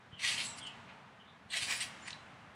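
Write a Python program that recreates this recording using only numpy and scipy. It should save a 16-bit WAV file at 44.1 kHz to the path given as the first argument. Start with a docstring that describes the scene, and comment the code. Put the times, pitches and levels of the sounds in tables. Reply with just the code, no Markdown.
"""A garden trampoline, one microphone some metres away; a person bounces twice.
A bird calls faintly over the hush as the first landing thumps the mat and stretches the steel springs,
whose hooks creak, squeak and clack in the frame. Springs and frame ring on during the flight, and the
bird calls again. The second landing comes at 1.5 s; a last rattle and a soft thump follow at 2.1 s."""
import sys
import numpy as np
from scipy import signal
from scipy.fft import rfft, irfft
from scipy.io import wavfile
from scipy.ndimage import uniform_filter1d

SR = 44100
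rng = np.random.default_rng(int(sys.argv[2]) if len(sys.argv) > 2 else 0)


def int16_out(signal):
    """Quantize to a 16-bit WAV file."""
    q = np.round(np.clip(np.atleast_2d(signal).T, -1, 1) * 32767)
    wavfile.write(sys.argv[1], SR, q.astype(np.int16))


N = 112454
T = np.arange(N) / SR

# ringing modes of the steel: pitch_hz, level_db
STEEL_MODES = [(1918, 1), (1992, -5), (2235, 0), (2340, -7), (2420, -4), (2654, -5), (2842, -4), (2935, -3),
               (3090, -3), (3305, -1), (3630, -8), (3830, -9), (3930, -7), (4015, -8), (4285, -6),
               (4900, -9), (5640, -7), (7680, -12), (8405, -9), (8488, -9)]
HOOK_COLOUR_DB = 3  # random spread of the hooks' spectra


def spring_creaks():
    """As the springs stretch and recoil, each surge of load sets another group of hooks creaking."""
    # surges of load: peak_s, level_db, rise_s, fall_s, treble_db
    surges = [(.194, -45.5, .001, 0.03, -14), (.247, -33.5, 0.02, 0.045, -7.5),
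              (.291, -33.5, 0.025, 0.021, -7.5), (.32, -35, 0.006696, 0.017, -8),
              (.342, -39.5, 0.0088, 0.029, -8), (.381, -36.5, 0.0055, 0.024, -11),
              (.404, -36.5, 0.012, 0.02, -10.5), (0.447, -46, 0.035, 0.022, 0),
              (1.537, -37, 0.01534, 0.022, -10), (1.572, -34, 0.015, 0.019, -6.5),
              (1.629, -36.5, 0.018, 0.026, -5.5), (1.714, -35.5, 0.03, 0.043, -5),
              (1.812, -36, 0.0085, 0.0088, -6.5), (1.822, -36, 0.003, 0.017, -7.5)]
    # body of a slipping hook's sound: frequency_hz, gain_db
    body_spectrum = [(300, -36.5), (700, -18.5), (1400, -15), (1900, -5), (3200, -3), (4200, -5.5),
                     (5500, -21.5), (9000, -49.5)]
    # its fine grit: frequency_hz, gain_db
    grit_spectrum = [(2500, -33.5), (4600, -3), (5600, -2), (6700, -5), (8200, -2), (9200, -4),
                     (10400, -6.5), (11800, -17.5), (13800, -26.5), (15600, -30)]
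    out, lead_s = np.zeros(N), .1
    t = T[:SR // 2] - lead_s
    for peak_s, db, rise_s, fall_s, treble_db in surges:
        creak = slipping_hooks(len(t))
        body = amp(-.5) * steady(colour(creak, body_spectrum)) * swell(t, rise_s, fall_s)
        grit = amp(1.5 + treble_db) * steady(colour(creak, grit_spectrum))
        grit *= swell(t, rise_s, 1.48 * fall_s)  # outlasts the body
        onset = np.clip(t / rise_s / 2 + 2, 0, 1)
        add(out, peak_s - lead_s, amp(db) * (body + grit) * onset)
    return out


def slipping_hooks(length, count=4, slips_per_s=120, tick_t60_s=.0025, ring_t60_s=.058):
    """Hooks grip and slip; each has a tick, a short rasp and its own detuned mix of the steel's modes."""
    t, creak = T[:SR // 10], np.zeros(length)
    mode_hz, mode_db = np.transpose(STEEL_MODES)
    ring = dying(t, ring_t60_s)
    for _ in range(count):
        rasp = rng.standard_normal(len(t)) * (dying(t, tick_t60_s) + amp(-7) * ring)
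        detune = 1 + .04 * rng.standard_normal()
        modes = np.sin(2 * np.pi * np.outer(mode_hz * detune, t))
        weights = amp(mode_db / 2) * rng.standard_normal(len(mode_db))
        jangle = amp(-16) * unit(weights @ modes) * ring
        creak += convolve(slips(slips_per_s * rng.uniform(.5, 2), length), rasp + jangle)
    hz = np.geomspace(1000, 12000, 30)
    return colour(creak, np.c_[hz, HOOK_COLOUR_DB * rng.standard_normal(len(hz))])


def slips(per_s, length, jitter=.3, spread_db=2.5):
    """Stick and slip: an uneven train of clicks of uneven size."""
    rate = per_s * np.exp(jitter * wander(.008, length))
    turns = np.cumsum(rate) / SR + rng.random()
    clicks = np.diff(np.floor(turns), prepend=0)
    return clicks * amp(spread_db * np.clip(rng.standard_normal(length), -2, 2))


def hook_squeaks(slips_per_s=420, ramp_s=.0036, fade_db=-8):
    """Quick slips of one hook keep a single resonance ringing."""
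    # single hooks squeaking: start_s, length_s, pitch_hz, level_db, width_hz
    squeaks = [(.232, 0.038227, 1977, -40, 79.14), (0.282, .025, 3210, -38.5, 150.1),
               (0.448, 0.06677, 7880, -45, 400), (0.486, .055, 3960, -61, 60), (.49, .07, 5642, -61.5, 60),
               (0.503, 0.06034, 7660, -53, 300), (0.627, 0.029103, 8400, -56, 207),
               (1.501, .025, 3430, -50, 120), (1.502, 0.03127, 4195, -50, 202),
               (1.501, 0.04256, 8500, -55.5, 297.4), (1.536, 0.026396, 1963, -39, 150),
               (1.683, .015, 1830, -40, 150.1), (1.713, .035, 1910, -38, 306.3),
               (1.76, 0.03, 9400, -47.5, 401.7), (1.805, 0.02185, 8420, -39, 199.6),
               (2.02, .1, 7100, -63.5, 70.33)]
    out = np.zeros(N)
    for start_s, length_s, hz, db, width_hz in squeaks:
        t = T[:round((length_s + ramp_s) * SR)]
        ring = resonate(slips(slips_per_s, SR // 4), hz, width_hz)
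        ring = steady(resonate(ring, hz, 2 * width_hz))[-len(t):]
        gate = np.clip(np.minimum(t, t[-1] - t) / ramp_s, 0, 1)
        add(out, start_s, unit(ring) * gate * amp(db + fade_db * (t / length_s) ** 2))
    return out


def hook_clacks():
    """A slack hook chatters briefly against the frame."""
    # knocks in the frame: peak_s, level_db, rise_s, fall_s, centre_hz, width_octaves
    clacks = [(0.588, -46.5, 0.013, 0.0094, 5520, 0.92), (0.67, -51.5, .004, 0.01, 4968, 1.3),
              (0.894, -56, 0.012, 0.03, 2290, 0.6), (1.565, -46.5, 0.0079, 0.00833, 707, 0.17),
              (1.71, -54, 0.079, 0.055, 760, 1.1), (2.083, -42, 0.013, 0.0068, 2050, 0.98),
              (2.081, -49, 0.0057, 0.0061, 8500, 0.15), (2.106, -40.5, 0.0014, 0.0031, 3670, 0.47),
              (2.131, -38.5, 0.0015, 0.0024, 3500, 0.2223), (2.112, -55.5, 0.06783, 0.028, 3013, 1.2)]
    out, hz = np.zeros(N), np.geomspace(200, 16000, 40)
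    for peak_s, db, rise_s, fall_s, centre_hz, octaves in clacks:
        band_db = np.maximum(-4.3 * (np.log2(hz / centre_hz) / octaves) ** 2, -50) - 24 * (hz > 11000)
        noise = rng.standard_normal(N)
        chatter = colour(noise, np.c_[hz, band_db + HOOK_COLOUR_DB * rng.standard_normal(len(hz))])
        out += amp(db) * steady(chatter) * swell(T - peak_s, rise_s, fall_s)
    return out


def steel_ring(metal, t60_s=.28, gain_db=-12.5):
    """Every creak and clack leaves the steel's narrow modes ringing."""
    width_hz = np.log(1000) / np.pi / t60_s
    ring = sum(amp(db) * unit(resonate(metal, hz, width_hz)) for hz, db in STEEL_MODES)
    return amp(gain_db) * np.std(metal) * unit(ring)


def mat_thumps(pitch_hz=102.5, sag=2.35, sag_s=.0018, rise_s=.0027, fall_s=.01):
    """The mat booms for a few cycles, its pitch dropping at once."""
    # feet on the mat: start_s, level_db
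    thumps = [(0.128, -45), (.241, -49), (1.455, -52), (1.62, -46.5), (2.115, -55)]
    t, out = T[:SR // 5], np.zeros(N)
    turns = np.cumsum(pitch_hz * (1 + sag * np.exp(-t / sag_s))) / SR
    boom = np.sin(2 * np.pi * turns) * (1 - np.exp(-t / rise_s)) * np.exp(-t / fall_s)
    for start_s, db in thumps:
        add(out, start_s, 2 * amp(db) * boom)
    return out


def coil_shimmer(metal, gain_db=-10.5):
    """The shaken coils and frame shimmer on long after the feet have left."""
    # colour of the coils and frame: frequency_hz, gain_db
    spectrum = [(50, -22.5), (75, -4.5), (130, 2.5), (220, 0), (340, -9), (550, -7.5), (800, -0.5),
                (1400, -2), (2400, -1), (3500, -5), (5000, -12.5), (8500, -13), (11000, -22.5),
                (13000, -40)]
    # their decay: frequency_hz, t60_s
    decay = [(100, 3.2), (800, 4.9), (2000, 2.64), (4000, 2.02), (10000, 1.23)]
    shake = rng.standard_normal(N) * np.sqrt(abs(uniform_filter1d(metal ** 2, size=400)))
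    shimmer = colour(convolve(shake, tail(decay)), spectrum)
    return amp(gain_db) * np.std(metal) * unit(shimmer)


def tree_echo(x):
    """The trees scatter a short, diffuse echo back to the microphone."""
    decay = [(300, .16), (3000, .34), (10000, .18)]  # frequency_hz, t60_s
    return convolve(x, tail(decay))


def distant_bird(waver=.055, waver_s=.0015, flutter_db=5):
    """Gliding whistles from far off, rough in pitch and level, echoed by the trees."""
    # calls: start_s, length_s, first_hz, last_hz, level_db
    calls = [(0.112, .09, 3116, 2880, -56.5), (.595, 0.12, 3400, 2673, -49.5),
             (1.19, 0.0507, 3130, 2820, -62), (1.256, 0.071, 3620, 3740, -65.5)]
    out = np.zeros(N)
    for start_s, length_s, first_hz, last_hz, db in calls:
        progress = np.linspace(0, 1, round(length_s * SR))
        glide_hz = first_hz + (last_hz - first_hz) * progress
        hz = glide_hz * (1 + waver * wander(waver_s, len(progress)))
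        flutter = amp(flutter_db * np.clip(wander(waver_s, len(progress)), -1, 1))
        whistle = unit(np.sin(2 * np.pi * np.cumsum(hz) / SR) * flutter)
        add(out, start_s, amp(db) * whistle * np.sin(np.pi * progress))
    return out + amp(-2) * tree_echo(out)


def garden_hush(level_db=-59.5):
    """Steady distant garden noise; its level dips and recovers as with a recorder's automatic gain."""
    # colour of the hush: frequency_hz, gain_db
    spectrum = [(25, -34), (52, -13.5), (80, -2), (210, 0.5), (340, -11), (850, -6.5), (1700, -7.5),
                (3600, -18.5), (5000, -26.5), (10000, -36), (15000, -49)]
    # recorder's gain drift: time_s, gain_db
    recorder_gain = [(0, 0), (.75, 2.2), (1.25, -1), (2.1, 1.9)]
    hz = np.fft.rfftfreq(N, 1 / SR)
    noise = irfft(rfft(rng.standard_normal(N)) * amp(read(spectrum, hz)), N)
    return amp(level_db + np.interp(T, *np.transpose(recorder_gain))) * unit(noise)


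def amp(db):
    return 10 ** (np.asarray(db) / 20)


def unit(x):
    return x / np.sqrt(np.mean(x ** 2) + 1e-20)


def read(points, hz):
    """Joins (frequency_hz, value) points on a log-frequency axis."""
    point_hz, value = np.transpose(points)
    return np.interp(np.log(hz + 1), np.log(point_hz + 1), value)


def add(mix, start_s, sound):
    part = mix[max(round(start_s * SR), 0):][:len(sound)]
    part += sound[:len(part)]


def convolve(x, response):
    return signal.fftconvolve(x, response)[:len(x)]


def colour(x, points):
    """Causal filter through (frequency_hz, gain_db) points."""
    log_gain = np.log(amp(read(points, abs(np.fft.fftfreq(4096, 1 / SR)))))
    taps = np.fft.ifft(np.exp(np.conj(signal.hilbert(log_gain)))).real
    return convolve(x, taps[:len(taps) // 2])


def resonate(x, hz, width_hz):
    """A resonance of gain 1."""
    carrier = np.exp(2j * np.pi * np.cumsum(hz * np.ones(len(x))) / SR)
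    pole = np.exp(-np.pi * width_hz / SR)
    return 2 * (carrier * signal.lfilter([1 - pole], [1, -pole], x / carrier + 1e-18)).real


def wander(step_s, length):
    """Glides to a new random value every step_s."""
    values = rng.standard_normal(512)
    return np.interp(T[:length] / step_s, np.arange(len(values)), values)


def steady(x):
    """Evens out the slow level of a texture and keeps its grain."""
    power = uniform_filter1d(uniform_filter1d(x ** 2, size=500), size=500)
    return x / np.sqrt(abs(power) + 1e-3 * power.mean())


def swell(t, rise_s, fall_s):
    """Grows to a peak at t = 0, then dies away."""
    return np.exp(-np.maximum(-t / rise_s, t / fall_s))


def dying(t, t60_s):
    return np.exp(-np.log(1000) * t / t60_s)


def tail(decay):
    """A diffuse tail of energy 1, each band dying at its own speed."""
    hz, t, bands = signal.stft(rng.standard_normal(N), SR, nperseg=256)
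    out = signal.istft(bands * amp(-60 * t / read(decay, hz)[:, None]), SR)[1][:N]
    return out / np.linalg.norm(out)


def scene():
    """The trampoline in front, the trees and the garden behind, in mono."""
    metal = spring_creaks() + hook_clacks()
    trampoline = metal + hook_squeaks() + steel_ring(metal) + mat_thumps()
    echo = amp(-9.5) * tree_echo(trampoline)
    return (trampoline + echo + coil_shimmer(metal) + distant_bird() + garden_hush())[None]


def record(dry, notch_hz=11850, notch_width_hz=1970, edge_hz=15650):
    """A notch in the high treble, then the band limit."""
    notched = signal.lfilter(*signal.iirnotch(notch_hz, notch_hz / notch_width_hz, SR), dry)
    lowpass = signal.firwin(511, edge_hz, window=("kaiser", 9), fs=SR)
    return signal.oaconvolve(notched, lowpass[None], "same")


dry = scene()
out = record(dry)
int16_out(out)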